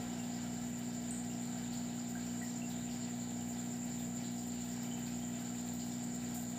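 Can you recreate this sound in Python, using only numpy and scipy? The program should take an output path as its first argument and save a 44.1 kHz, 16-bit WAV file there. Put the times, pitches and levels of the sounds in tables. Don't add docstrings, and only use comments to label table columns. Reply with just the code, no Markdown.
import sys
import numpy as np
from scipy import signal
from scipy.fft import rfft, irfft
from scipy.io import wavfile

SR = 44100
rng = np.random.default_rng(int(sys.argv[2]) if len(sys.argv) > 2 else 0)


def wav_record(signal):
    frames = np.transpose(np.atleast_2d(signal))
    bounded = np.clip(frames, -1, 1)
    quanta = np.round(bounded * 32767).astype(np.int16)
    wavfile.write(sys.argv[1], SR, quanta)


N = 290178
T = np.arange(N) / SR
HZ = np.fft.rfftfreq(N, 1 / SR)


def amp(db):
    return 10 ** (np.asarray(db) / 20)


def evened(x):
    return x / np.sqrt(np.mean(x ** 2) + 1e-20)


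def spectrum(points):
    hz, db = np.transpose(points)
    return amp(np.interp(np.log(HZ + 1), np.log(hz), db))


def noise(gain):
    return irfft(rfft(rng.standard_normal(N)) * gain, N) * np.sqrt(SR / 2)


def drift(rate):
    return evened(noise((HZ > 0) / (1 + (HZ / rate) ** 4)))


def settle(time_s):
    return np.exp(-T / time_s)


def add(mix, s, sound):
    part = mix[max(round(s * SR), 0):][:len(sound)]
    part += sound[:len(part)]


def room(x, wet_db, t60):
    t = T[:SR // 2]
    signs = rng.choice([-1., 1.], len(t))
    taps = signs * (rng.random(len(t)) < .2) * (t > .001)
    tail = taps * np.exp(-np.log(1000) * t / t60)
    tail /= np.linalg.norm(tail)
    return x + amp(wet_db) * signal.fftconvolve(x, tail)[:N]


def tone(turns, db):
    return np.sqrt(2) * amp(db) * np.sin(2 * np.pi * (turns + rng.random()))


# (multiple of the mains, mean level [dB])
PUMP = [(1, -64), (2, -54.5), (3, -51), (4, -43), (5, -59.5), (6, -65), (12, -67)]


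def pump():
    mains_hz = 60.135
    hum = sum(tone(k * mains_hz * T, db) for k, db in PUMP)
    return hum * amp(0.1 * drift(rate=1.8))


# (multiple of the shaft speed, level [dB])
MOTOR = [(3, -59), (4, -66), (6, -73), (8, -71), (10, -71), (11, -75), (12, -71), (13, -71), (14, -69),
         (16, -68), (17, -69), (18, -76), (19, -83), (20, -82), (21, -76), (24, -83), (29, -81), (30, -81),
         (32, -82), (33, -80), (36, -84), (37, -79), (38, -84), (40, -74), (41, -81), (42, -74), (43, -80),
         (47, -79), (48, -81), (52, -82)]


def motor():
    shaft_hz = 47.92 * (1 + 0.00011 * drift(rate=1.0))
    shaft_turns = np.cumsum(shaft_hz) / SR
    return sum(tone(k * shaft_turns, db) for k, db in MOTOR)


# (pitch [Hz], level [dB])
BEATS = [(58.39, -70.5), (144.68, -65)]


def beats():
    return sum(tone(hz * T, db) for hz, db in BEATS)


# (frequency [Hz], density before trim and easing [dB per Hz])
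FLOW = [(20, -106), (60, -92.5), (133, -80), (160, -82.5), (185, -77), (275, -78.5), (315, -85.5),
        (430, -83), (510, -90.5), (610, -90), (690, -79), (850, -89), (1000, -98), (1600, -115)]


def flow():
    level_db = 0.15 + 5 * settle(time_s=0.39)
    return noise(spectrum(FLOW)) * amp(level_db)


# (frequency [Hz], density before room, trim and easing [dB per Hz])
WASH = [(300, -115), (950, -91), (1230, -99), (1430, -90.5), (1650, -92), (2000, -93), (2400, -95),
        (4700, -97), (5900, -101), (8500, -106), (10000, -114), (15500, -116)]


def wash():
    swelling = noise(spectrum(WASH)) * amp(1.3 * drift(rate=5.1))
    sag_db_per_s = 0.19
    level_db = -2.0 + 3.5 * settle(time_s=0.19) - sag_db_per_s * T
    return amp(level_db) * room(swelling, wet_db=-5.0, t60=0.06)


# (centre [Hz], width between points about 5 dB down [Hz], peak density before trim [dB per Hz])
WHINE = [(7020, 403, -82.5), (7340, 378, -82), (8010, 540, -97), (14900, 2700, -108)]


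def whine():
    gain = 0
    for hz, width, db in WHINE:
        offset = 2 * (HZ - hz) / width
        gain = gain + amp(db) / (1 + offset ** 2 * (np.sqrt(2) - 1)) ** 1.75
    throb_hz = 9.4 + 0.71 * drift(rate=0.52)
    throb_turns = np.cumsum(throb_hz) / SR
    depth_db = 2 * (1 - settle(time_s=0.97))
    throb_db = depth_db * np.cos(2 * np.pi * throb_turns)
    level_db = 1.0 - 2.5 * settle(time_s=2.9)
    return noise(gain) * amp(level_db + throb_db + .5 * drift(rate=66))


# (frequency [Hz], density before trim, rise and flicker [dB per Hz])
FIZZ = [(3000, -120), (7000, -104), (8400, -100), (9800, -111), (12600, -109.5), (13600, -101.5),
        (15400, -101)]
# (time [s], power added at onset, relative to the density above [dB])
SPITS = [(1.728, 4), (2.423, 5), (2.779, 3), (3.99, 7.5), (4.639, 5), (5.067, 4), (6.345, 14)]


def fizz():
    rise_db_per_s = 0.43
    flicker_db = 2.25 * drift(rate=22) + 1.6 * drift(rate=100)
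    power = amp(-1.84 + rise_db_per_s * T + flicker_db) ** 2
    for s, db in SPITS:
        add(power, s, (amp(db) * settle(time_s=0.078)) ** 2)
    return noise(spectrum(FIZZ)) * np.sqrt(power)


def ping(hz, t60, rise):
    t = T[:SR // 16]
    age = np.minimum(t / t60, 1)
    turns = np.cumsum(hz * (1 + rise * age)) / SR
    envelope = np.exp(-np.log(1000) * t / t60) * (1 - np.exp(-t * hz))
    return np.sin(2 * np.pi * turns) * envelope


def swarm(low_hz, high_hz, per_s, spread_db, t60, count):
    out = np.zeros(N)
    for hz in np.geomspace(low_hz, high_hz, count):
        size = amp(spread_db * np.minimum(rng.exponential(1, N), 3))
        births = size * (rng.random(N) < per_s / count / SR)
        out += signal.oaconvolve(births, ping(hz, t60, rise=0.025))[:N]
    return evened(out)


def small_bubbles():
    small = amp(-70.5) * swarm(2400, 5420, per_s=110, spread_db=4.0, t60=0.0031, count=30)
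    return room(small, wet_db=6.5, t60=0.36)


def burst(s, hz, width_hz):
    t = T - s
    return np.cos(2 * np.pi * hz * t) * np.exp(-np.minimum((2 * width_hz * t) ** 2, 50))


# (time [s], peak level before room [dB], pitch [Hz], width [Hz])
TICKS = [(1.109, -28, 8100, 1310), (1.1152, -41, 8260, 1110), (1.4212, -45, 8200, 700),
         (2.4009, -43, 7900, 900), (4.8314, -41, 14400, 1800), (4.9945, -43, 14500, 1800),
         (5.7359, -40, 14500, 1600), (6.0282, -42, 8000, 800), (6.345, -36, 11800, 4500)]


def spray_ticks():
    out = amp(-79) * swarm(7150, 8200, per_s=44, spread_db=8, t60=0.0089, count=6)
    out += sum(amp(db) * burst(s, hz, width_hz) for s, db, hz, width_hz in TICKS)
    return room(out, wet_db=3.5, t60=0.43)


def gurgle(centre_hz):
    t = T[:SR // 3]
    width, attack_s, decay_s = 0.15, 0.0021, 0.12
    offset = np.fft.rfftfreq(len(t), 1 / SR) / centre_hz - 1
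    band = 1 / (1 + (offset / width) ** 2)
    envelope = (1 - np.exp(-t / attack_s)) * np.exp(-t / decay_s)
    return envelope * evened(irfft(rfft(rng.standard_normal(len(t))) * band, len(t)))


def trickle():
    out = np.zeros(N)
    slots_per_s = 3.3
    for k, (lag, size, pitch) in enumerate(rng.random(size=(40, 3))):
        hz = 3800 + 1100 * pitch
        level_db = -62.25 + size
        add(out, (k + lag) / slots_per_s, amp(level_db) * gurgle(hz))
    return out


# (time [s], level before ping envelope and room [dB], starting pitch [Hz])
BUBBLES = [(.195, -48.5, 2750), (1.301, -50.5, 2820), (2.1518, -44.5, 1590), (2.416, -41.5, 1930),
           (2.6188, -44, 2690), (3.022, -48, 4270), (3.412, -49, 2930), (4.9137, -43.5, 3030),
           (5.0782, -49, 2490), (5.224, -50, 3170), (5.819, -48, 2940)]


def large_bubbles():
    large = np.zeros(N)
    for s, db, hz in BUBBLES:
        add(large, s, amp(db) * ping(hz, t60=0.035, rise=0.05))
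    return room(large, wet_db=1.0, t60=0.41)


# (time [s], rms level before envelope [dB], centre [Hz])
GURGLES = [(.929, -61, 4720), (1.721, -55.5, 4370), (2.495, -60, 5600), (2.7, -56.5, 3680),
           (2.905, -57, 4800), (3.207, -59, 4100), (4.235, -56.5, 4020), (5.565, -60, 4020),
           (5.795, -56, 4600)]


def loud_gurgles():
    out = np.zeros(N)
    for s, db, hz in GURGLES:
        add(out, s, amp(db) * gurgle(hz))
    return out


def scene():
    machines = pump() + motor() + beats()
    water = flow() + wash()
    spray = fizz() + spray_ticks()
    bubbles = small_bubbles() + trickle() + large_bubbles() + loud_gurgles()
    mono = machines + water + whine() + spray + bubbles
    return np.array([mono, mono])


def record(dry):
    edge_hz = 15520
    lowpass = signal.firwin(1023, edge_hz, window=("kaiser", 9), fs=SR)
    return signal.oaconvolve(dry, lowpass[None], "same")


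dry = scene()
out = record(dry)
wav_record(out)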